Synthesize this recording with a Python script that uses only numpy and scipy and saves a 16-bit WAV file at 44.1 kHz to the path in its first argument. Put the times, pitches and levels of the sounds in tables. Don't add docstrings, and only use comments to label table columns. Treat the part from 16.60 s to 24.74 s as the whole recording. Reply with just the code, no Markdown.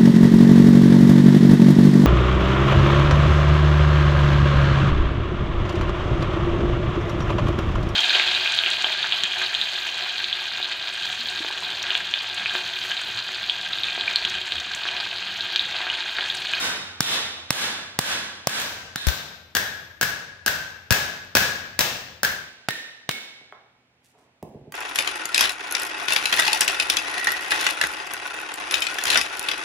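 import sys
import numpy as np
from scipy import signal
from scipy.io import wavfile

SR = 44100
rng = np.random.default_rng(int(sys.argv[2]) if len(sys.argv) > 2 else 0)


def volts_from_decibels(level):
    exponent = np.asarray(level, float) / 20
    return 10 ** exponent


def dump(signal):
    limited = np.clip(np.atleast_2d(signal).T, -1, 1)
    pcm = np.round(limited * 32767).astype(np.int16)
    wavfile.write(sys.argv[1], SR, pcm)


N = 358974
LEAD = SR // 4

# start in seconds, strength in dB, level of the lower disc
# modes in dB, best-excited lower disc mode in Hz, level of the upper disc modes in dB.
BLOWS = dict(above=[(-.08, 0, -5.5, 1480, -2), (.4055, 0.5, -7.5, 1440, -0.5),
         (.9055, -0.5, -12.5, 1665, -5), (1.3895, -0.8, -13, 1625, -7), (1.8712, -2.5, -12.5, 1600, -8),
         (2.3585, -6.5, -6.5, 1695, 5)], low=[(1.9995, 4.5, -12, 1580, -26), (2.469, -4, -8.5, 1527, -4.5),
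         (2.951, -4, -4, 1697, -8), (3.412, -4, -4.5, 1650, -8), (3.862, -4, -4, 1620, -6.5),
         (4.307, 1.06, -8, 1640, -7), (4.752, 3.2, -7.5, 1663, -7.5), (5.191, 0.5, -15, 1730, -6),
         (5.632, -1.5, -3, 1630, -11)], again=[(5.65, 1.5, -12, 1546, -18.5),
         (6.086, -2.5, -6.5, 1858, -3.5), (6.491, -2.5, -8.5, 2235, -3)])
# pitch in Hz before a small random shift, level in dB,
# time to fade by 60 dB in seconds. The first nine are the lower modes, which follow the place of the blow.
DISC_MODES = [(1390, -19.5, .04), (1480, -4.5, 0.03), (1564, 1.5, .07), (1648, 4.5, 0.03), (1685, 0, .07),
              (1819, 3.5, 0.054), (1837, -0.5, 0.14), (1970, -1.5, 0.06), (2230, -4.5, 0.24),
              (2628, -4.5, 0.038), (3122, -3.5, 0.016), (3637, 4.5, 0.014), (4024, 0.5, 0.017),
              (4700, -7.5, 0.0068), (5520, 1, .015)]
# pitch in Hz, level in dB, time to fade by 60 dB in seconds.
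IRON_MODES = [(13160, -36, 0.95), (14710, -41, .8), (15010, -38.5, .9)]
# time in seconds, pitch in Hz.
UPPER_BEST = [(0, 3600), (3, 3800), (3.4, 2550), (5.3, 2600), (6, 3400)]
# frequency in Hz, level in dB.
CRACK_COLOUR = dict(above=[(76, -20.5), (130, -2.5), (1970, -9), (2510, -10), (5290, -10), (10300, -16.5),
                (14200, -16), (16000, -23)], low=[(120, -30.5), (200, 0), (1100, -6.5), (1650, -4),
                (2210, -6), (5840, -3.5), (8580, -8), (16000, -6)], again=[(76, -22), (130, -4.5),
                (1640, -8.5), (2140, -9), (3910, -10), (6210, -19), (13600, -26.5), (16000, -36)])
# frequency in Hz, level in dB.
FILL_COLOUR = dict(above=[(30, -28), (90, -22.5), (200, -15.5), (400, -17.5), (650, -14.5), (1200, -11.5),
               (2200, -10), (4000, -10.5), (7000, -14.5), (13000, -18.5), (16000, -23)], low=[(30, -19),
               (85, -9.5), (170, -8.5), (300, -16), (570, -8.5), (1200, -10), (2300, -8.5), (6000, -9.5),
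               (9500, -21), (14500, -12), (16000, -15.5)], again=[(30, -21.5), (90, -33), (210, -17),
               (600, -17.5), (1170, -21), (1600, -11.5), (3800, -14.5), (7000, -22.5), (13600, -26.5),
               (16000, -20)])
# frequency in Hz, time to fade by 60 dB in seconds.
REVERB_T60 = dict(above=[(100, 1.15), (700, 1.04), (1800, 1.007), (5000, 0.9), (13000, 0.51)],
              low=[(100, 1.13), (700, 0.89), (1800, 0.87), (5000, 0.78), (13000, 0.43)], again=[(100, 0.61),
              (700, 1.02), (1800, 0.92), (5000, 0.94), (13000, 0.47)])
# frequency in Hz, correlation (-1 to 1).
LIKENESS = dict(above=[(60, 1), (180, 1), (550, 0.92), (1650, 0.22), (4970, -0.63), (15000, -0.66)],
            low=[(60, 1), (180, 0.96), (550, 0.82), (1650, -0.0), (4970, 0), (15000, 0.19)], again=[(60, 1),
            (180, 1), (550, 0.83), (1650, 0.031), (4970, -0.65), (15000, -0.53)])
# frequency in Hz, relative level in dB per Hz.
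AIR_COLOUR = [(18, -60), (30, -30), (81, -20), (141, -1), (184, -16.5), (889, -18), (1040, -22.5),
              (2230, -19), (2410, -19), (16000, -48)]
# frequency in Hz, level in dB rms before the bass is cut.
HUM = [(124, -76), (250, -79)]
# direct level in dB, room level in dB, ceiling echo delay in seconds,
# echo level in dB, left minus right in dB, left lead in samples (rounded when used),
# air level in dB, low rumble level in dB.
BALANCE = dict(above=(5, -1.5, .022, -12, -1, 1.5, -57.5, -58),
           low=(-8, -7, .0165, -10, 3.5, 2.5, -60, -59), again=(-9, -15, .02, -18.5, -2, -0.5, -65.5, -87))
# overload level (full scale is 1), threshold in dB, share of the
# excess removed, attack in seconds, recovery of the excess in dB per second.
DUCKING = dict(above=(.4, -16.5, .86, .002, 155), low=(1.2, -12, .4, .003, 200),
           again=(.33, -20, .4, .008, 140))
# start in seconds, level in dB,
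# pitch in Hz, length in seconds.
PUFFS = [(2.4703, -4, 66.5, .028), (4.311, -8, 105, 0.013), (4.753, -32, 80, .02),
         (5.2, -23.5, 79.1, 0.016)]
# start in seconds, level in dB.
TICKS = [(3.7763, -56), (4.19, -58), (4.6494, -44), (5.7184, -20), (5.7553, -27)]
# start in seconds, level in dB, body pitch in Hz, time for the body pitch to
# fade by 60 dB in seconds, click level in dB relative to the knock.
KNOCKS = [(6.81, -45.5, 500, 0.023, -34), (6.9236, -30.5, 1324, 0.012, -31), (7.827, -20, 343, 0.02, -18.5),
          (7.947, -30, 233, 0.038, -42), (8.012, -42.5, 320, .04, -39.5), (8.071, -40, 256, 0.071, -38.5),
          (8.122, -38, 1940, 0.04, 8)]
# ratio to the body pitch, level in dB relative to the knock.
KNOCK_BODY = [(.3, -16), (.45, -10), (.6, -4.5), (.8, -5), (1, 0), (1.25, -2.5), (1.6, -1), (2.5, -3)]
# start in seconds, length in seconds, level in dB before it fades,
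# lowest frequency in Hz, highest frequency in Hz.
SCRAPES = [(7.427, 0.1, -62.5, 2010, 11000), (7.519, 0.23, -62.5, 250, 890),
           (7.563, 0.11, -69.5, 2000, 9400)]
# start in seconds, end in seconds.
CROSS_FADES = [(1.899, 2.72), (5.548, 6.06)]

LOWER_REACH, UPPER_REACH, IRON_REACH = 0.078, 0.35, 0.1
IRON_FROM_S, IRON_FROM_HZ, IRON_CLIMB_HZ_PER_S = 3.75, 13160, 1100
CONTACT_S = dict(above=0.002, low=0.0021, again=0.0025)
OWN_RATTLE = 0.8
PUSH = 0.3
RATTLE_LOW_HZ = 500
LIFTED_S, LIFTED_HZ, LIFTED_DB, LIFTED_T60_S = 6.495, 2245, -45, 1.37
KNOCK_RISE_S, KNOCK_ROOM_DB, KNOCK_ROOM_FADE_S = 0.0012, -1, 0.51
SCRAPE_RISE_S, SCRAPE_FADE_DB, GRAINS_PER_S, GRAIN_SPREAD_DB = 0.029, -15.5, 3100, 2.5
EDGE_HZ = 15800


def read(points, hz):
    f, value = np.transpose(points)
    return np.interp(np.log(hz + 1), np.log(f + 1), value)


def unit(x):
    return x / np.sqrt(np.sum(x ** 2) + 1e-20)


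def add(mix, s, sound):
    part = mix[..., round(s * SR) + LEAD:][..., :sound.shape[-1]]
    part += sound[..., :part.shape[-1]]


def band_filter(x, hz, kind):
    return signal.sosfilt(signal.butter(2, hz, kind, fs=SR, output="sos"), x)


def colour(points):
    level_db = read(points, abs(np.fft.fftfreq(8192, 1 / SR)))
    log_size = np.log(volts_from_decibels(np.maximum(level_db, -80)))
    phase = -signal.hilbert(log_size).imag
    impulse = np.fft.ifft(np.exp(log_size + 1j * phase)).real
    return unit(impulse[:3000])


def ring(hz, db, t60):
    t = np.arange(SR) / SR
    return volts_from_decibels(db - 60 * t / t60) * np.sin(2 * np.pi * hz * t)


def diffuse(length, same, level_db):
    hz = np.fft.rfftfreq(512, 1 / SR)[:, None]
    t = np.arange(length // 128 + 5) * 128 / SR
    a, b, c, d = rng.standard_normal((len(t), 257, 4)).T
    like = np.clip(read(same, hz), -1, 1)
    left = a + 1j * b
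    right = like * left + np.sqrt(1 - like ** 2) * (c + 1j * d)
    spectra = np.array([left, right]) * volts_from_decibels(level_db(hz, t))
    return signal.istft(spectra, nperseg=512, noverlap=384)[1][:, :length]


def workshop(name):
    room = diffuse(SR, LIKENESS[name], lambda hz, t: -60 * t / read(REVERB_T60[name], hz))
    build_up = np.clip((np.arange(SR) / SR - 0.002) / 0.0032, 0, 1)
    return unit(room * build_up) * np.sqrt(2)


def rattle(decay):
    t = np.arange(SR) / SR
    return unit(rng.standard_normal(SR) * np.exp(-t / decay) * np.minimum(t / 0.0001, 1))


def cracks(name):
    t = np.arange(SR) / SR

    def clatter():
        return band_filter(rattle(CONTACT_S[name]), RATTLE_LOW_HZ, "high")

    common = clatter() + PUSH * unit(np.exp(-t / CONTACT_S[name]))
    ports = [unit(common + OWN_RATTLE * clatter()) for _ in range(2)]
    return [signal.oaconvolve(port, colour(CRACK_COLOUR[name]))[:SR] for port in ports]


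def nearness_db(hz, best_hz, reach, most):
    return -6 * min((np.log2(hz / best_hz) / reach) ** 2, most)


def disc_ring(s, ring_db, best_hz, upper_db):
    lower, upper = np.zeros(SR), np.zeros(SR)
    for hz, db, t60 in DISC_MODES[:9]:
        level_db = db + nearness_db(hz, best_hz, LOWER_REACH, 3.03)
        lower += ring(hz * rng.uniform(0.98, 1.004), level_db, t60)
    upper_best_hz = np.interp(s, *np.transpose(UPPER_BEST))
    for k, (hz, db, t60) in enumerate(DISC_MODES[9:]):
        level_db = db + nearness_db(hz, upper_best_hz, UPPER_REACH, 1.3)
        upper += (-1) ** k * ring(hz * rng.uniform(0.94, 1.02), level_db, t60)
    soft_start = np.minimum(np.arange(SR) / SR / 0.0012, 1)
    return (volts_from_decibels(ring_db) * lower + volts_from_decibels(upper_db) * upper) * soft_start


def iron_ring(s):
    best_hz = IRON_FROM_HZ + IRON_CLIMB_HZ_PER_S * max(s - IRON_FROM_S, 0)
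    return sum(ring(hz, db + nearness_db(hz, best_hz, IRON_REACH, 8), t60) for hz, db, t60 in IRON_MODES)


def blow(name, s, strength_db, ring_db, best_hz, upper_db):
    direct_db, room_db, echo_s, echo_db, _, lead = BALANCE[name][:6]
    modes = disc_ring(s, ring_db, best_hz, upper_db)
    if name == "low":
        modes += iron_ring(s)
    fill = 10 * np.pad(colour(FILL_COLOUR[name]), (0, SR))[:SR]
    reverberated = sum(signal.fftconvolve(part[None], workshop(name), axes=1) for part in (fill, modes))
    out = volts_from_decibels(room_db) * reverberated
    left, right = (10 * crack * volts_from_decibels(direct_db) + modes * volts_from_decibels(room_db - 7.5) for crack in cracks(name))
    out[0, :SR] += left
    out[1, round(lead):][:SR] += right
    for side in out:
        scattered = signal.oaconvolve(rattle(0.0046), fill)[:SR]
        side[round(echo_s * SR):][:SR] += volts_from_decibels(echo_db) * (scattered + modes)
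    return volts_from_decibels(strength_db) * out


def shop_air(name):
    air_db, rumble_db = BALANCE[name][6:]
    air = diffuse(N + LEAD, LIKENESS[name], lambda hz, t: read(AIR_COLOUR, hz))
    rumble = band_filter(air, [72, 100], "band")
    return (volts_from_decibels(air_db) * unit(air) + volts_from_decibels(rumble_db) * unit(rumble)) * np.sqrt(air.size)


def mains_hum():
    t = np.arange(N + LEAD) / SR
    return sum(volts_from_decibels(db) * np.sqrt(2) * np.sin(2 * np.pi * hz * t) for hz, db in HUM)


def puff(db, hz, length):
    t = np.arange(SR // 10) / SR
    return volts_from_decibels(db) * np.cos(2 * np.pi * hz * t + 0.37) * np.exp(-(t / length) ** 2)


def tick(db):
    t = np.arange(2000) / SR
    fade = np.exp(-t / 0.00058) + 0.11 * np.exp(-t / 0.012)
    return volts_from_decibels(db) * band_filter(rng.standard_normal((2, 2000)) * fade, 9000, "high")


def lifted_disc():
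    return ring(LIFTED_HZ, LIFTED_DB, LIFTED_T60_S) * np.ones((2, 1))


def knock(db, hz, t60, click_db):
    body = np.zeros(SR)
    for i, (ratio, mode_db) in enumerate(KNOCK_BODY):
        body += (-1) ** i * ring(hz * ratio, db + mode_db, t60 / ratio)
    t = np.arange(SR) / SR
    click = rng.standard_normal(SR) * np.exp(-t / 0.002)
    return body * np.minimum(t / KNOCK_RISE_S, 1) + volts_from_decibels(db + click_db) * click


def scrape(length, db, low_hz, high_hz):
    t = np.arange(0, length, 1 / SR)
    size = volts_from_decibels(GRAIN_SPREAD_DB * rng.exponential(1, len(t)))
    crushed = rng.random(len(t)) < GRAINS_PER_S / SR
    grains = size * crushed * rng.standard_normal(len(t))
    rub = unit(band_filter(grains, [low_hz, high_hz], "band")) * np.sqrt(len(t))
    return rub * np.minimum(t / SCRAPE_RISE_S, 1) * volts_from_decibels(db + SCRAPE_FADE_DB * (t / length) ** 2)


def handling():
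    out = np.zeros(N + LEAD)
    for s, *shape in KNOCKS:
        add(out, s, knock(*shape))
    for s, *shape in SCRAPES:
        add(out, s, scrape(*shape))
    nearby = workshop("again") * np.exp(-np.arange(SR) / SR / KNOCK_ROOM_FADE_S)
    return out + volts_from_decibels(KNOCK_ROOM_DB) * signal.fftconvolve(out[None], nearby, axes=1)[:, :N + LEAD]


def duck(x, clip, threshold_db, share, attack, recover_db):
    power = signal.lfilter([0.02], [1, -0.98], (x ** 2).mean(0))
    power_db = 10 * np.log10(power + 1e-12)
    climb = np.arange(x.shape[1]) * recover_db / SR
    over_db = np.maximum(np.maximum.accumulate(power_db - threshold_db + climb) - climb, 0)
    r = np.exp(-1 / (attack * SR))
    smooth_db = signal.lfilter([1 - r], [1, -r], over_db)
    return clip * np.tanh(x / volts_from_decibels(share * smooth_db) / clip)


def shot(name):
    heard = shop_air(name) + mains_hum()
    for s, *controls in BLOWS[name]:
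        add(heard, s, blow(name, s, *controls))
    if name == "again":
        heard += handling()
        add(heard, LIFTED_S, lifted_disc())
    heard = band_filter(heard, 45, "high")
    pan_db = BALANCE[name][4]
    out = duck(heard * volts_from_decibels([[pan_db / 2], [-pan_db / 2]]), *DUCKING[name])
    if name == "low":
        for s, *shape in PUFFS:
            add(out[0], s, puff(*shape))
        for s, db in TICKS:
            add(out, s, tick(db))
    return out[:, LEAD:]


def scene():
    t = np.arange(N) / SR
    to_second, to_third = (np.clip((t - start) / (end - start), 0, 1) for start, end in CROSS_FADES)
    first = shot("above") * (1 - to_second)
    second = shot("low") * to_second * (1 - to_third)
    return first + second + shot("again") * to_third


def band_limit(x):
    return signal.sosfilt(signal.butter(12, 17040, fs=SR, output="sos"), x)


def record(dry):
    edge = signal.firwin(511, EDGE_HZ, window=("kaiser", 8), fs=SR)[None]
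    mix = np.clip(signal.oaconvolve(dry, edge, "same"), -1, 1)
    return band_limit(mix)


dry = scene()
out = record(dry)
dump(out)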